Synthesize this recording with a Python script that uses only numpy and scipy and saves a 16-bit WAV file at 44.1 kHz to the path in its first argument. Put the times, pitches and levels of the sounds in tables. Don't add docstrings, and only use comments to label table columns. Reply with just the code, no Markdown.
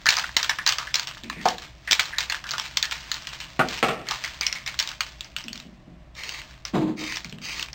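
import sys
import numpy as np
from scipy import signal
from scipy.fft import rfft, irfft
from scipy.io import wavfile
from scipy.ndimage import uniform_filter1d

SR = 44100
rng = np.random.default_rng(int(sys.argv[2]) if len(sys.argv) > 2 else 0)


def int16_out(signal):
    q = np.round(np.clip(np.atleast_2d(signal).T, -1, 1) * 32767)
    wavfile.write(sys.argv[1], SR, q.astype(np.int16))


N = 341334

# start in seconds, strength in dB, low wall modes in dB,
# high wall modes in dB, following clatter in dB relative to the strength.
BALL_BLOWS = [(0.0579, -4, -6, -13, -21), (0.0649, -5.5, -8, -7.5, -33), (0.0882, 4.5, -13, -10, -28),
              (0.0925, -5, -13, 1, -25), (0.1048, -1.5, -14, -10, -38), (0.1245, -5.5, -5, -20, -26),
              (0.1684, -4, -24, -14, -28), (0.185, -6, -11, -15, -25.5), (0.1952, -12, -15, -23, -30),
              (0.241, -14.5, 4, -21, -25), (0.2923, -22.5, 6, -20, -32), (0.3665, 7.5, -19, -9.5, -29),
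              (0.3721, -5.5, -15, -3, -31), (0.4295, -5.5, -11.5, -11, -24), (0.445, -11, -18, -16, -32),
              (0.4946, -0.5, -12.5, -22.5, -28), (0.5019, -13, -10, -6, -35), (0.5861, -14, -2, -15, -26),
              (0.6636, 1, -16, -12, -21), (0.6757, 2, -13, -7.5, -32), (0.6896, -4.5, -16, 0, -25),
              (0.723, -3.5, -20, -15, -30.5), (0.7841, -5.5, -19, -15.5, -24), (0.8704, -29, -9, -24, -16),
              (0.9423, 2.5, -26, 1, -28.5), (0.9558, -1.5, -14, -2, -28.5), (0.996, -8, -27, -20, -29),
              (1.0306, -19, -18, -18, -27), (1.0719, -9.5, -24, -10, -23.5), (1.112, -22, -8, -25, -35),
              (1.1478, -25, -16.5, -18, -24), (1.1712, -23, 0, -25, -25), (1.2356, -22.5, -10, 0, -27),
              (1.2989, -12, -2.5, -23, -36), (1.3284, -22, -1, -31, -34), (1.4117, -27, -7, -26, -15),
              (1.4547, -12, -2, -2, -12), (1.4854, -5.5, -23, -18, -36), (1.5825, -17.5, -18, -15, -37),
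              (1.6207, -24.5, -1, -8, -14), (1.8746, -27, -11, 2, -9), (1.9109, 2.5, -16, -5, -32),
              (1.9201, 2.5, -13, -3, -35), (1.9292, 3.5, -38, -12, -42), (1.9942, -1, -32, -29.5, -22),
              (2.0009, -5.5, -21, -18, -42), (2.0557, -18, -13, -5, -19), (2.1066, -24, 1, -25, -31),
              (2.1843, 0.5, -21, -10, -25.5), (2.2061, -7, -18, -7, -24), (2.2982, -8.5, -15, -11, -23),
              (2.3222, -4.5, -18, -20, -38), (2.3448, -14, -11, -18, -22), (2.4403, -17.5, -3, -9, -29),
              (2.4683, -24, -15, -9, -15), (2.4913, -13, -24, -7, -26), (2.509, -6.5, -26, -5, -33),
              (2.5153, -10, -24, -11, -27), (2.536, -13, -24, -20, -27), (2.5815, -9.5, -20, -27, -22),
              (2.5972, -8.5, -30, -19, -28), (2.6393, -21, -9, -18, -20), (2.656, -18.5, -11, -18, -22),
              (2.7715, 4.5, -19, -4, -38), (2.827, 0.5, -21, 5, -44), (2.843, -13, -7, -10, -32),
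              (2.8537, -10, -15, -5, -37), (2.9116, -10, -21, -16, -20.5), (2.92, -15, -19, -24, -20),
              (3.1161, -5, -20, -11, -28), (3.1428, -12.5, -21, -1, -27), (3.271, -11.5, -27, 0, -27),
              (3.3322, -20, -18, -14, -22), (3.4031, -18, -20, -22, -16.5), (3.5952, -7.5, 13, -25, -30),
              (3.686, -15, -12, -10, -17), (3.726, -20.5, -3, -21, -16), (3.828, -20, -4, -18, -5),
              (3.8838, -14.5, -2, -24, -19), (4.069, -25, -12, -11, -27), (4.087, -10, -7, 0, -23),
              (4.1106, -7.5, -8, 7, -18.5), (4.2388, -11, -9, -5, -19), (4.342, -44, -16, -19, -29),
              (4.4104, -2, -34, -10, -25), (4.4323, -14, -21, -7, -36), (4.466, -0.5, -39, -9, -45),
              (4.527, -6, -31, -7.5, -35), (4.555, -18, -32, -17.5, -21), (4.6626, -9.5, -25, -14, -30),
              (4.6762, -11.5, -34, -14.5, -22.5), (4.742, -22.5, -10, -20.5, -27),
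              (4.7905, -0.5, -28, 2, -38), (4.799, -1.5, -21, -10.5, -26), (4.826, -12, -23, -12, -29),
              (4.8746, -12, -31, -11.5, -27), (4.8898, -13, -24, -8, -30), (4.9152, -19.5, -23, -22, -28),
              (5.0068, -3.5, -24, -22, -27.5), (5.065, -25, -20, -21, -14), (5.2082, -12, -25, -10.5, -34),
              (5.2454, -23.5, -23, -17.5, -23), (5.3645, -9, -37, -17, -24.5), (5.3856, -19, -23, -22, -27),
              (5.44, -22, -24, -9.5, -23), (5.4824, -12, -38, -15, -41), (5.5305, -15.5, -23, -13.5, -33),
              (5.5565, -21, -25, -13, -28), (5.5766, -21, -25, -8.5, -35), (5.6003, -23.5, -33, -12, -23),
              (6.1519, -29.5, -30, -8, -29), (6.2358, -16.5, -26, -19, -25), (6.2925, -14.5, -23, -20, -26),
              (6.4168, -22, -18, -22, -27), (6.6518, -9.5, -17, -10.5, -24.5), (6.6816, -25, -27, -7, -30),
              (7.1227, -15, -16, -27, -39), (7.1584, -16, -21, -15, -27), (7.17, -10.5, -13, -25, -25),
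              (7.2459, -16, -18, -17, -26.5), (7.2774, -36, -17, -9, -27), (7.2956, -23.5, -22, -6, -31),
              (7.3255, -21, -22, -27, -33), (7.3851, -30, -13, -31, -33), (7.417, -28, -14, -16, -21),
              (7.5953, -13.5, -27, -26, -31), (7.6266, -11, -22, -20, -26), (7.6852, -26, -9, -21, -27),
              (7.7308, -18.5, -27, -9, -27)]
# frequency in Hz, width in Hz, level in dB.
WALL_MODES = [(750, 500, -20), (1000, 500, -15), (1300, 550, -10), (1710, 550, -5), (2250, 800, -2),
              (2800, 800, 0), (3250, 900, 1), (3700, 1000, 4), (4280, 1000, 6), (4850, 1100, 7),
              (5350, 1100, 7)]
# time in seconds, level in dB.
SKITTER_LEVELS = [(0.03, -48), (0.27, -46.5), (0.89, -47.5), (1.14, -57.5), (1.5, -44.5), (1.65, -50),
                  (1.8, -57), (1.91, -42.5), (2.46, -52.5), (3.0, -42), (3.4, -44), (3.6, -48.5),
                  (3.78, -33), (3.91, -60.5), (4.2, -39.5), (4.9, -52.5), (5.25, -54), (5.42, -62),
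                  (5.7, -62.5), (6.101, -78), (6.49, -46.5), (6.74, -69)]
# frequency in Hz, level in dB.
SKITTER_SPECTRUM = [(210, -50), (350, -27.5), (860, -12), (954, -9.5), (1440, -9), (1680, -6.5),
                    (2540, -5.5), (4170, -5.5), (5500, -5.5), (7150, -41), (12100, -120)]
# start in seconds, strength in dB, pitch in Hz.
CAN_SCRAPES = [(0.0654, -8, 1665), (0.0947, -25.5, 1620), (0.168, -18.5, 1280), (0.3638, -26, 1270),
               (0.4946, -16.5, 1790), (0.5864, -17, 1780), (0.6651, -20, 1740), (0.7826, -24.5, 1250),
               (0.87, -23, 1800), (1.241, -35.5, 2430), (1.3, -32, 2460), (1.36, -34.5, 2010),
               (1.4542, -14.5, 1060), (1.876, -19.5, 1930), (1.9934, -17.5, 1960), (2.127, -20.5, 1830),
               (2.174, -23, 1870), (2.2997, -20, 1930), (2.4398, -26, 1590), (2.5358, -20.5, 1350),
               (2.8267, -21, 1810), (3.279, -37, 2900), (3.41, -28, 2950), (3.5986, -9.5, 1320),
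               (3.829, -15, 1320), (3.8875, -28, 1240), (4.069, -25.5, 1970), (4.1056, -21, 1155),
               (4.2393, -19.5, 2010), (4.4094, -21, 2300), (4.468, -24, 2210), (4.556, -22.5, 2140),
               (4.6628, -19.5, 2170), (4.796, -23, 2080), (5.008, -24.5, 2960), (5.365, -27.5, 2970),
               (5.483, -31.5, 2940)]
# start in seconds, length in seconds, level in dB.
SPRAY_BURSTS = [(6.143, 0.25, -36), (6.961, 0.2, -33), (7.409, 0.21, -32.5)]
# frequency in Hz, level in dB.
JET_SPECTRUM = [(250, -16.5), (640, -22.5), (1200, -10), (1500, -17.5), (1900, -6.5), (2270, -2),
                (2700, -6.5), (3000, -8.5), (3200, -5), (3450, -14.5), (3720, -4), (4000, -9.5), (4400, -3),
                (4900, -4), (5400, -7), (6200, -22)]
# start in seconds, strength in dB, pivot frequency in Hz,
# mode gain in dB per octave away from the pivot, after-shake T60 in seconds.
BENCH_KNOCKS = [(1.455, -7.5, 777, -29, 0.07), (1.486, -27, 1000, -8.5, 0.23),
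                (3.593, -4.5, 900, 6.5, 0.41), (3.828, -4.5, 660, 5.5, 0.57), (3.887, -9, 710, 7, 0.74)]
# frequency in Hz, width in Hz, level in dB.
BOARD_MODES = [(210, 290, -7.5), (303, 330, -9), (462, 120, 2), (659, 21, -9), (772, 125, 16.5),
               (900, 74, -25), (1155, 16, -4), (1320, 110, 8), (1870, 200, 1.5), (2360, 770, 12)]
# start in seconds, strength in dB, pitch in Hz, T60 in seconds.
FRAME_THUDS = [(1.234, -36.5, 249, 0.51), (1.366, -32.5, 207, 0.57), (5.446, -36.5, 210, 0.69),
               (5.505, -40.5, 219, 0.4), (5.653, -35.5, 202, 0.31), (5.872, -35.5, 210, 0.28),
               (7.252, -29.5, 158, 0.14), (7.325, -26.5, 149, 0.47)]
# start in seconds, level in dB.
FRAME_SHOVES = [(6.731, -15), (6.8, -28.5), (6.863, -29.5), (6.993, -35.5)]
# frequency in Hz, width in Hz, peak level in dB.
FRAME_MODES = [(155, 76, -11), (219, 28, -3), (270, 53, -7), (308.7, 11, 4), (382, 13, -33)]
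# frequency in Hz, level in dB.
RATTLE_SPECTRUM = [(240, -35), (400, -5), (989, -8), (1120, -12), (1440, -18.5), (2750, -21.5),
                   (4000, -21.5), (5200, -26.5), (8800, -120)]
# frequency in Hz, T60 in seconds.
ROOM_DECAY = [(300, 0.47), (1300, 0.15), (4000, 0.13)]
# frequency in Hz, level in dB.
AIR_SPECTRUM = [(5.9, -29.5), (10, -14.5), (59, 4), (97, -8.5), (133, 0.5), (238, -10.5), (326, -9.5),
                (460, -24.5), (615, -8.5), (913, -22), (989, -16), (1470, -24.5), (1770, -20), (4450, -28),
                (5500, -28), (7150, -69), (12100, -120)]
# frequency in Hz, width in Hz, level in dB.
HUM_BANDS = [(58.6, 3.1, -54), (126, 10, -60)]


def ball_clacks(first_contact=5.8, middle_db=-15.5, bass_db=-26):
    out, t, hz = np.zeros(N), np.arange(800) / SR, np.transpose(WALL_MODES)[0]
    ring_t = t[:300]
    draws = rng.standard_normal((len(BALL_BLOWS), 2 * len(hz) + len(t)))
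    for (start, db, low_db, high_db, _), draw in zip(BALL_BLOWS, draws):
        shade, detune, contacts = np.split(draw, [len(hz), 2 * len(hz)])
        mode_db = curve_at([(1400, low_db), (2800, middle_db), (4500, high_db)], hz) + 1.5 * shade
        modes = rings(WALL_MODES, ring_t, tuning=1 + .07 * detune)
        wall = ring_t * (gain_of(mode_db) @ modes)
        chatter_ms = np.clip(2.1 + .04 * db, .2, 8)
        chatter = contacts * abs(contacts) * np.exp(-t * 1000 / chatter_ms)
        blow = np.convolve(wall, chatter + first_contact * (t == 0))
        add(out, start, peaking_at(db, blow))
    return highpass(out, hz=990) + gain_of(bass_db) * out


def paint_skitter(ticks_per_s=900, spread_db=3.5, slosh_gain=0.76, clatter_t60_s=0.22):
    level = gain_of(np.interp(np.arange(N) / SR, *np.transpose(SKITTER_LEVELS)))
    t = np.arange(SR // 2) / SR
    for start, db, _, _, clatter_db in BALL_BLOWS:
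        add(level, start, gain_of(db + clatter_db - 60 * t / clatter_t60_s))
    tick_sizes = gain_of(spread_db * np.minimum(rng.exponential(1, N), 3))
    ticks = tick_sizes * (rng.random(N) < ticks_per_s / SR)
    grains = uniform_filter1d(ticks, size=40) * rng.standard_normal(N)
    slosh = slosh_gain * rng.standard_normal(N)
    return level * coloured(evened(grains) + slosh, SKITTER_SPECTRUM)


def can_scrapes(width_hz=460):
    out, t = np.zeros(N), np.arange(9000) / SR
    draws = rng.standard_normal((len(CAN_SCRAPES), 2, len(t)))
    for (start, db, hz), (noise, roughness) in zip(CAN_SCRAPES, draws):
        lumps = abs(evened(uniform_filter1d(roughness, size=150)))
        fade_db_per_s = min(-800 - 21 * db, -70)
        drive = noise * lumps * gain_of(fade_db_per_s * t)
        hollow = t[:600] * rings([(hz, width_hz, 0)], t[:600])[0]
        add(out, start, peaking_at(db, excite(drive, hollow)))
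    return out


def paint_spray(sputter_db=1.5, patchy_db=2.5, open_s=0.045, shut_t60_s=0.16):
    valve, t = np.zeros(N), np.arange(SR // 2) / SR
    for start, length, db in SPRAY_BURSTS:
        shut_db = -60 * np.maximum(t - length, 0) / shut_t60_s
        add(valve, start, np.minimum(t / open_s, 1) * gain_of(db + shut_db))
    sputter = evened(uniform_filter1d(rng.standard_normal(N), size=150))
    jet = coloured(gain_of(sputter_db * sputter) * rng.standard_normal(N), JET_SPECTRUM)
    bands = signal.stft(jet, nperseg=256)[2]
    drift = uniform_filter1d(rng.standard_normal(bands.shape), size=30)
    patches = evened(uniform_filter1d(drift, size=2, axis=0))
    return valve * signal.istft(bands * gain_of(patchy_db * patches), nperseg=256)[1][:N]


def bench_knocks(contact_ms=14.7, first_contact=9.1):
    out, t, hz = np.zeros(N), np.arange(9000) / SR, np.transpose(BOARD_MODES)[0]
    for start, db, pivot_hz, db_per_octave, t60 in BENCH_KNOCKS:
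        board = gain_of(db_per_octave * abs(np.log2(hz / pivot_hz))) @ rings(BOARD_MODES, t)
        shake = np.exp(-t * 1000 / contact_ms) + 0.23 * gain_of(-60 * t / t60)
        drive = shake * rng.standard_normal(len(t)) + first_contact * (t == 0)
        add(out, start, peaking_at(db, excite(drive, board)))
    return out


def frame_shudder(rise_s=0.023, t60_s=0.27, rattle_db=-9.5):
    level, t = np.zeros(N), np.arange(SR // 2) / SR
    for start, db in FRAME_SHOVES:
        fade_db = -60 * np.maximum(t - rise_s, 0) / t60_s
        add(level, start, np.minimum(t / rise_s, 1) * gain_of(db + fade_db))
    widths_hz = np.transpose(FRAME_MODES)[1]
    frame = widths_hz @ rings(FRAME_MODES, np.arange(8000) / SR)
    rumble = evened(excite(rng.standard_normal(N), frame))
    rattle = gain_of(rattle_db) * coloured(rng.standard_normal(N), RATTLE_SPECTRUM)
    return level * (rumble + rattle)


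def frame_thuds(width_hz=90):
    out, t = np.zeros(N), np.arange(16000) / SR
    for start, db, hz, t60 in FRAME_THUDS:
        drive = 0.086 * gain_of(-60 * t / t60) * rng.standard_normal(len(t))
        drive[0] = 1
        frame = rings([(hz, width_hz, 0)], t)[0]
        add(out, start, peaking_at(db, excite(drive, frame)))
    return out


def workshop_echo(direct, delay_s=.004, level_db=-10):
    hz, t, bands = signal.stft(rng.standard_normal(SR // 2), SR, nperseg=256)
    decay = gain_of(-60 * t / curve_at(ROOM_DECAY, hz)[:, None])
    tail = signal.istft(bands * decay, SR, nperseg=256)[1]
    tail = np.concatenate([np.zeros(round(delay_s * SR)), tail])
    return gain_of(level_db) * excite(direct, tail / np.linalg.norm(tail))


def room_tone(air_db=-51.5):
    t = np.arange(SR // 2) / SR
    hums = [evened(excite(rng.standard_normal(N), ring)) for ring in rings(HUM_BANDS, t)]
    air = gain_of(air_db) * coloured(rng.standard_normal(N), AIR_SPECTRUM)
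    return air + gain_of(np.transpose(HUM_BANDS)[2]) @ hums


def rings(modes, t, tuning=1):
    hz, width, db = np.transpose(modes)[:, :, None]
    tuned_hz = hz * np.reshape(tuning, (-1, 1))
    return gain_of(db) * np.exp(-np.pi * width * t) * np.sin(2 * np.pi * tuned_hz * t)


def excite(drive, response):
    return signal.fftconvolve(drive, response)[:len(drive)]


def coloured(x, spectrum):
    hz = np.fft.rfftfreq(len(x), 1 / SR)
    inside = (hz >= spectrum[0][0]) & (hz <= spectrum[-1][0])
    return evened(irfft(rfft(x) * gain_of(curve_at(spectrum, hz)) * inside, len(x)))


def highpass(x, hz):
    return signal.sosfilt(signal.butter(4, hz, "high", fs=SR, output="sos"), x)


def curve_at(points, hz):
    point_hz, values = np.transpose(points)
    return np.interp(np.log(hz + 1), np.log(point_hz + 1), values)


def gain_of(db):
    return 10 ** (np.asarray(db) / 20)


def evened(x):
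    return x / np.sqrt(np.mean(x ** 2) + 1e-20)


def peaking_at(db, x):
    return gain_of(db) * x / abs(x).max()


def add(mix, start_s, sound):
    part = mix[round(start_s * SR):][:len(sound)]
    part += sound[:len(part)]


def scene():
    direct = ball_clacks() + highpass(bench_knocks(), hz=150)
    direct += paint_skitter() + can_scrapes() + paint_spray()
    direct += highpass(frame_shudder() + frame_thuds(), hz=135)
    return (direct + workshop_echo(direct) + room_tone())[None]


def record(dry, step=4, input_band_hz=5600, ceiling=.9, output_band_hz=15950):
    samples = np.arange(N)
    narrowed = signal.oaconvolve(dry[0], signal.firwin(255, input_band_hz, fs=SR), "same")
    rounded = ceiling * np.tanh(narrowed / ceiling)
    joined = np.interp(samples, samples[::step], rounded[::step])
    band_limit = signal.firwin(511, output_band_hz, window=("kaiser", 12), fs=SR)
    return signal.oaconvolve(joined, band_limit, "same")[None]


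dry = scene()
out = record(dry)
int16_out(out)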